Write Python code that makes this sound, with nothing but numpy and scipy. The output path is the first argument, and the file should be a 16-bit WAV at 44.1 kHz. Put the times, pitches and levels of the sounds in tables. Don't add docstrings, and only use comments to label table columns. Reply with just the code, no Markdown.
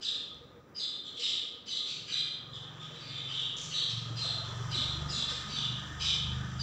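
import sys
import numpy as np
from scipy import signal
from scipy.fft import rfft, irfft
from scipy.io import wavfile
from scipy.ndimage import uniform_filter1d

SR = 44100
rng = np.random.default_rng(int(sys.argv[2]) if len(sys.argv) > 2 else 0)


def generate_wav(sig):
    pcm = np.round(np.clip(np.atleast_2d(sig).T, -1, 1) * 32767).astype(np.int16)
    wavfile.write(sys.argv[1], SR, pcm)


N = 292030
T = np.arange(N) / SR


def undb(db):
    return 10 ** (np.asarray(db) / 20)


def unit(x):
    return x / np.sqrt(np.mean(np.abs(x) ** 2))


def spectrum_db(hz, points):
    f, db = np.transpose(points)
    return np.interp(np.log(np.maximum(hz, 1)), np.log(f), db)


def colour(x, points):
    gain = undb(spectrum_db(np.fft.rfftfreq(N, 1 / SR), points))
    return unit(irfft(rfft(x) * gain, N))


def walk(rate):
    k = max(int(SR / rate), 1)
    smooth = uniform_filter1d(rng.standard_normal(N), k, mode="wrap")
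    return unit(uniform_filter1d(smooth, k, mode="wrap"))


def scatter(width_hz, order):
    noise = rng.standard_normal(N) + 1j * rng.standard_normal(N)
    lowpass = signal.butter(order, width_hz / 2, fs=SR, output="sos")
    return unit(signal.sosfilt(lowpass, noise))


def swell(t, length, rise, fall):
    grow = 1 - np.exp(-(np.maximum(t, 0) / rise) ** 2)
    return grow * np.exp(-np.maximum(t - length, 0) / fall)


def bubbles(count, low_hz, high_hz, cycles, spread_db, glide):
    when, pitch, size = rng.random((count, 3)).T[:, :, None]
    hz = low_hz + (high_hz - low_hz) * pitch
    n = np.arange(int(cycles * SR / low_hz))
    age = n * hz / SR / cycles
    envelope = (1 - np.exp(-age / 0.11)) * np.exp(-5 * age)
    ring = envelope * np.sin(2 * np.pi * cycles * age * (1 + glide * age / 2))
    gain = undb(-spread_db * np.log(1 - .995 * size)) * np.sqrt(hz)
    places = (when * N).astype(int) + n
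    return np.bincount(places.ravel(), (gain * ring).ravel(), N)[:N]


def burner(tone_hz=476, tone_db=-68, jet_hz=1238, jet_db=-74):
    # f/Hz, relative level/dB
    rush_colour = [(20, -15.5), (45, -23.5), (75, -0.5), (130, 0.5), (250, 2), (420, 0), (560, -3),
                   (720, -9), (1700, -12), (2500, -20.5), (4000, -32.5), (7500, -50), (9000, -28.5),
                   (14000, -23)]
    # t/s, length/s, level/dB
    tone_swells = [(0.402, 0.054, -55), (0.535, 0.062, -56.5), (1.178, 0.044, -51.5)]
    rush = colour(rng.standard_normal(N), rush_colour) * undb(-56 + walk(rate=24))
    tone = np.real(scatter(width_hz=11.5, order=2) * np.exp(2j * np.pi * tone_hz * T))
    jet = np.real(scatter(width_hz=68, order=2) * np.exp(2j * np.pi * jet_hz * T))
    faint_tone = undb(tone_db) * unit(tone * undb(4 * walk(rate=36.0)))
    breathy_jet = undb(jet_db) * unit(jet * undb(3.1 * walk(rate=46)))
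    swells = sum(undb(db) * swell(T - s, length, rise=0.01, fall=0.0066) for s, length, db in tone_swells)
    swelling_tone = swells * np.sqrt(2) * np.sin(2 * np.pi * tone_hz * T)
    return rush + swelling_tone + faint_tone + breathy_jet


def engine(waver_db=3.0, rumble_db=-21, leak_db=-13, leak_wander_db=7):
    # t/s, firing rate/Hz
    speed = [(0, 21.66), (2.2, 21.8), (2.7, 22.41), (3.42, 22.06), (4.03, 23.17), (4.39, 23.27),
             (4.9, 23.86), (5.52, 24.34), (5.9, 24.52), (6.26, 25.2), (6.62, 25.4)]
    # t/s, deep/dB, middle/dB, upper/dB
    boom_levels = [(0.0, -83, -71, -86), (0.41, -62, -63.5, -62), (1.12, -85.5, -74, -85),
                   (1.8, -81, -69, -65.5), (2.05, -77, -64, -53), (2.4, -75, -60, -54),
                   (2.54, -60, -51, -55.5), (2.7, -73, -57, -50), (2.93, -78, -65, -55),
                   (3.11, -65, -52, -50.5), (3.48, -65, -48.5, -57.5), (3.67, -72, -68, -42.5),
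                   (3.88, -72, -48, -53), (3.98, -64, -38.5, -48.5), (4.4, -52.5, -44.5, -44),
                   (4.7, -52, -38, -52), (5.05, -41, -46.5, -42.5), (5.33, -51, -47, -56),
                   (5.5, -49, -55, -41), (5.72, -54, -39, -47), (5.92, -47, -47.5, -50),
                   (6.13, -39, -47.5, -43), (6.3, -40, -38, -48), (6.62, -42, -38, -47)]
    # f/Hz, width/Hz, trim/dB
    house_booms = [(72.4, 28, -4), (122.2, 8.3, -4), (149.7, 25, -4)]
    # f/Hz, relative level/dB
    rumble_colour = [(22, -26), (40, -15.5), (50, 2.5), (100, 16.5), (190, 21), (250, -7.5), (400, -28.5)]
    hz = np.interp(T, *np.transpose(speed)) * (1 + 0.0038 * walk(rate=12.0))
    times, *levels = np.transpose(boom_levels)
    levels = [undb(np.interp(T, times, db)) for db in levels]
    orders = np.arange(2, 9)[:, None]
    drift = np.array([1.31 * walk(rate=1.72) for _ in orders])
    harmonics = np.sin(orders * 2 * np.pi * np.cumsum(hz) / SR + drift)
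    leak = unit(sum(harmonic * undb(leak_wander_db * walk(rate=4.3)) for harmonic in harmonics[2:]))
    rumble = colour(rng.standard_normal(N), rumble_colour)
    out = (undb(leak_db) * leak + undb(rumble_db) * rumble) * np.linalg.norm(levels, axis=0)
    for (centre, width, db), level in zip(house_booms, levels):
        gains = 1 / (1 + (2 * (orders * hz - centre) / width) ** 2)
        boom = unit((gains * harmonics).sum(0) / np.linalg.norm(gains, axis=0))
        out += level * undb(db + waver_db * walk(rate=12.5)) * boom
    return out


def pops():
    # t/s, level/dB, ring f/Hz, decay/s
    oil_pops = [(0.346, -42, 5870, 0.00049), (5.587, -20, 3520, 0.0041)]
    out, t = np.zeros(N), T[:SR // 20]
    for start, level_db, hz, decay in oil_pops:
        i = int(start * SR)
        out[i:i + len(t)] += undb(level_db) * np.exp(-t / decay) * np.sin(2 * np.pi * hz * t)
    return out


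def sputter():
    # t/s, length/s, level/dB
    sputter_timing = (2.43, 0.97, -60)
    start, length, level_db = sputter_timing
    spits = unit(bubbles(count=2500, low_hz=1366, high_hz=2970, cycles=22, spread_db=2.0, glide=0.14))
    return spits * undb(level_db) * swell(T - start, length, rise=0.27, fall=.1)


def flare():
    # t/s, length/s, level/dB
    flash_timing = (3.558, 0.093, -38.5)
    # f/Hz, relative level/dB
    flash_colour = [(2000, -8.5), (3300, -3), (5000, -4), (6600, 8.5), (7400, -6.5), (8100, -19),
                    (10000, -11), (13000, -31)]
    start, length, level_db = flash_timing
    grains = bubbles(count=16000, low_hz=2000, high_hz=13200, cycles=4.5, spread_db=-2.5, glide=.1)
    return colour(grains, flash_colour) * undb(level_db) * swell(T - start, length, rise=0.014, fall=0.055)


def frying(gurgle_db=-6.5, hot_oil_db=-75, fizz_rise_s=0.73, drying_s=4.6):
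    # t/s, bubbling level/dB, fizz level/dB, time to come to the boil/s
    handfuls = [(2.05, -57, -61, 0.33), (3.55, -49, -51.5, 0.63)]
    # f/Hz, relative level/dB
    gurgle_colour = [(200, 0.5), (330, -1.5), (600, -4.5)]
    foam_colour = [(150, 6), (300, 15), (450, -9), (610, -5.5), (720, -6), (1000, -1), (1400, -2),
                   (1800, -3), (2200, -27), (2700, -12.5), (3400, -2), (4200, -22)]
    fizz_colour = [(2000, -2.5), (3300, -15.5), (4300, -10), (5200, -3.5), (6000, -0.5), (7100, -5),
                   (8100, -19), (10000, -15), (14000, -17.5)]
    boil = np.linalg.norm([undb(db) * swell(T - s, boil_s, rise=boil_s, fall=drying_s)
                           for s, db, _, boil_s in handfuls], axis=0)
    fizz = np.linalg.norm([undb(db) * swell(T - s, boil_s, rise=fizz_rise_s, fall=drying_s)
                           for s, _, db, boil_s in handfuls], axis=0)
    deep = bubbles(count=330, low_hz=186.6, high_hz=682, cycles=22.5, spread_db=4.0, glide=0.1)
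    foam = bubbles(count=7000, low_hz=588.7, high_hz=3987, cycles=31, spread_db=1.1, glide=0.062)
    fine = bubbles(count=20000, low_hz=2020, high_hz=13600, cycles=3.3, spread_db=1.0, glide=0.075)
    surge = 1 + 0.31 * swell(T - handfuls[-1][0] - 0.97, 1, rise=0.14, fall=0.13)
    lumps = unit(undb(2.0 * walk(rate=12)))
    gurgling = undb(gurgle_db) * surge * colour(deep, gurgle_colour) * lumps
    bubbling = (colour(foam, foam_colour) + gurgling) * boil * undb(1.0 * walk(rate=11.0))
    fizzing = colour(fine, fizz_colour) * (undb(hot_oil_db) + fizz) * undb(1.0 * walk(rate=19))
    return bubbling + fizzing


def blips(rise_s=0.0017, decay_s=0.027, glide_per_s=1.6):
    # t/s, starting f/Hz, level/dB
    big_bubbles = [(4.101, 301, -44), (4.25, 497, -47), (4.59, 396, -48), (4.748, 359, -42.5),
                   (4.781, 238, -38.5), (4.86, 506, -55), (4.949, 315, -45.5), (5.059, 256, -45),
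                   (5.17, 226, -40.5), (5.32, 470, -44.5), (5.72, 258, -47), (5.91, 297, -47.5)]
    out, t = np.zeros(N), T[:SR // 5]
    for start, hz, level_db in big_bubbles:
        i = int(start * SR)
        ring = np.sin(2 * np.pi * hz * t * (1 + glide_per_s * t / 2))
        out[i:i + len(t)] += undb(level_db) * ring * swell(t, 2 * rise_s, rise=rise_s, fall=decay_s)
    return out


def foam_rushes():
    # t/s, length/s, level/dB
    rushes = [(5.246, 0.079, -45.5), (5.756, 0.19, -50.5), (6.28, 0.18, -52.5)]
    ringing = unit(bubbles(count=6000, low_hz=1410, high_hz=1885, cycles=54, spread_db=2.2, glide=.03))
    return ringing * sum(undb(db) * swell(T - s, length, rise=0.047, fall=0.022) for s, length, db in rushes)


NOTE_FALL_S = 0.018


def squeak(t, length, wait, thin, whistle_hz, whistle_s, whistle_db, lower_db, overtone_hz, overtone_db):
    sag_hz, sag_s, lower_hz = 383, 0.037, 3027
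    rise_s, fall_s = 0.032, 0.021
    sinking = whistle_hz + sag_hz * (np.exp(-t / sag_s) - .5)
    turns = np.cumsum(sinking) / SR, lower_hz * t, overtone_hz * t
    whistle, lower, overtone = ((thin + undb(-3)) * np.exp(2j * np.pi * np.array(turns))).real
    whistle *= undb(whistle_db) * swell(t, whistle_s, rise=rise_s, fall=fall_s)
    lower *= undb(lower_db) * swell(t, wait, rise=rise_s, fall=fall_s)
    overtone *= undb(overtone_db) * swell(t - wait / 2, 0.52 * length, rise=0.011, fall=NOTE_FALL_S)
    return whistle + lower + overtone


def hoarse_note(t, length, pitch_hz, slide, rise, roughen_s, clear, hoarse, octave_db=-24):
    age = np.maximum(t, 0)
    hz = pitch_hz * (0.97 + slide * np.exp(-age / .045))
    clarity = np.exp(-age / roughen_s)
    smear = np.sqrt(clarity) * clear + np.sqrt(1 - clarity) * hoarse
    voice = smear * np.exp(2j * np.pi * np.cumsum(hz) / SR)
    voice = voice + undb(octave_db) * voice ** 2 / np.abs(voice)
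    return np.sqrt(2) * voice.real * swell(t, length, rise=rise, fall=NOTE_FALL_S)


def streaks(x, depth_db=3.5, width_hz=139):
    spectrum = rfft(x)
    k = max(int(width_hz * len(x) / SR), 1)
    smooth = uniform_filter1d(rng.standard_normal(len(spectrum)), k)
    ripple = unit(uniform_filter1d(smooth, k))
    return irfft(spectrum * unit(undb(depth_db * ripple)), len(x))


def rasping(t, length, noise):
    return streaks(noise) * swell(t, 0.74 * length, rise=0.02, fall=0.068)


def near_walls(x, count, reflection_db=-14):
    out = x.copy()
    for lag in rng.integers(SR // 1100, SR // 200, count):
        out[lag:] += rng.choice([-1, 1]) * undb(reflection_db) * x[:-lag]
    return out * np.std(x) / np.std(out)


def chirps(flutter_db=0.45, grain_db=2):
    # f/Hz, relative level/dB
    rasp_colour = [(1200, -25), (2000, -14), (2600, -3.5), (3300, -1), (4200, 2), (4750, -1.5), (5400, -4),
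                   (6000, -4), (7000, -8.5), (8300, -20), (9000, -20), (9800, -24), (12000, -34),
                   (15400, -34)]
    grate_colour = [(1000, -23), (1500, -2.5), (2000, 1), (2500, -1), (3200, 2), (4500, -34.5)]
    # whistle/dB,
    # lower voice/dB, overtone f/Hz (a pitch of its own), overtone/dB, rasp/dB, low grating/dB
    full_calls = [ (.002, 0.1, 0.041, 3690, -32, 4870, 0.049, -1.5, -7, 6330, -20, -8.5, -19.5),
                  (0.738, 0.14, 0.051, 3747, -34.5, 4940, 0.062, 1.5, -35, 6530, -11.5, -21, -22.5),
                  (1.186, .16, 0.04, 3604, -32, 5230, 0.087, -10, -2.5, 6200, -29, -6.5, -31),
                  (1.651, 0.16, 0.047, 3730, -35.5, 4800, 0.085, -5, -8, 6120, -10.5, -8, -25.5),
                  (2.065, 0.15, 0.051, 3680, -31.5, 4670, 0.054, -8.5, -5.5, 6060, -16, -11, -14),
                  (3.268, 0.2, 0.062, 3438, -35, 4740, 0.035, -10, -1.5, 6100, -23, -13.5, -19),
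                  (3.689, 0.16, 0.044, 3708, -32, 4440, 0.16, -6.5, -2, 6140, -11, -12, -21),
                  (4.149, 0.15, 0.055, 3890, -32.5, 4870, 0.026, -2, -8, 6130, -19, -9, -24.5),
                  (4.694, 0.14, .04, 3784, -32.5, 4830, 0.03, -2.5, -6.5, 6150, -26, -7, -28),
                  (5.079, 0.16, 0.044, 3800, -34, 4910, 0.022, 8.5, -24, 6950, -11.5, -5.5, -31),
                  (5.477, 0.19, 0.078, 3440, -36, 4630, 0.07, -2.5, -6, 6100, -10.5, -5.5, -24),
                  (5.987, 0.14, 0.065, 3493, -29, 4960, 0.066, -9.5, -5.5, 6170, -28, -5, -23),
                  (6.581, .12, .042, 3700, -32, 4780, 0.029, 3, -12, 6120, -11.5, -9.5, -26)]
    # t/s, length/s, pitch f/Hz, level/dB, rasp re that level/dB
    soft_sounds = [ (1.036, 0.06, 3497, -42, -8.5), (1.153, 0.054, 3350, -40.5, -5.5),
                   (1.851, 0.088, 3810, -43, 3.5), (2.518, 0.064, 3536, -41, -12.5),
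                   (2.79, 0.077, 3420, -45.5, -9), (2.93, 0.092, 3770, -50.5, -7),
                   (2.955, 0.25, 2605, -53.5, -18), (2.987, 0.13, 4540, -49, -22),
                   (3.065, 0.16, 3645, -41, -15.5), (3.878, 0.034, 3850, -40.5, 1),
                   (5.272, 0.074, 3630, -42, 2.5)]
    thin = np.array([scatter(width_hz=470, order=3) for _ in range(3)])
    hoarse = scatter(width_hz=954, order=6)
    clear = scatter(width_hz=320, order=3)
    crackle = undb(grain_db * walk(rate=810))
    rasp = colour(rng.standard_normal(N) * crackle, rasp_colour)
    grate = colour(rng.standard_normal(N), grate_colour)
    flutter = unit(undb(flutter_db * walk(rate=280)))
    out = np.zeros(N)
    for start, length, wait, pitch_hz, level_db, *voices, rasp_db, grate_db in full_calls:
        span = (T >= start) & (T < start + .45)
        t = T[span] - start
        sound = hoarse_note(t - wait, length - wait, pitch_hz, slide=.12, rise=0.0069, roughen_s=0.041,
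                            clear=clear[span], hoarse=hoarse[span])
        sound += squeak(t, length, wait, thin[:, span], *voices)
        sound += rasping(t, length, undb(rasp_db) * rasp[span] + undb(grate_db) * grate[span])
        out[span] += undb(level_db) * near_walls(sound * flutter[span], count=3)
    for start, length, pitch_hz, level_db, rasp_db in soft_sounds:
        span = (T >= start) & (T < start + .45)
        t = T[span] - start
        sound = hoarse_note(t, length, pitch_hz, slide=0.076, rise=0.22 * length, roughen_s=0.11,
                            clear=clear[span], hoarse=hoarse[span])
        sound += rasping(t, length, undb(rasp_db) * rasp[span])
        out[span] += undb(level_db) * near_walls(sound * flutter[span], count=3)
    return out


def kitchen(x, t60_s=0.73, echo_db=-1.5, treble_decay=1.64, build_s=0.035):
    t = T[:SR]
    noise = rng.standard_normal(SR)
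    low = signal.sosfiltfilt(signal.butter(4, 4500, fs=SR, output="sos"), noise)
    fade_db = -60 * t / t60_s
    tail = low * undb(fade_db) + (noise - low) * undb(fade_db * treble_decay)
    tail *= 1 - np.exp(-t / build_s)
    echo = signal.fftconvolve(x, tail / np.linalg.norm(tail))[:N]
    return (x + undb(echo_db) * echo) / np.hypot(1, undb(echo_db))


def scene():
    ringing = kitchen(pops() + sputter() + flare() + frying() + foam_rushes() + chirps())
    mix = burner() + engine() + blips() + ringing
    return np.array([mix, mix])


def record(dry):
    # f/Hz, width/Hz, level/dB
    resonances = [(1240, 90, 9), (3120, 40, 6), (3275, 30, 3), (3490, 60, 4), (3895, 50, 4),
                  (4350, 250, -2), (4560, 80, 2), (4840, 90, 2), (6570, 380, -10), (7350, 500, 3),
                  (15400, 1500, 10)]
    # f/Hz, level/dB
    mic_response = [(7700, -1), (8450, -4), (8900, -12.5), (11000, -18.5)]
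    hz = np.fft.rfftfreq(N, 1 / SR)
    db = spectrum_db(hz, mic_response)
    db = db + sum(peak_db / (1 + (2 * (hz - f) / width) ** 2) for f, width, peak_db in resonances)
    cutoff = signal.ellip(10, .2, 70, 15700, fs=SR, output="sos")
    return signal.sosfilt(cutoff, irfft(rfft(dry) * undb(db), N))


dry = scene()
out = record(dry)
generate_wav(out)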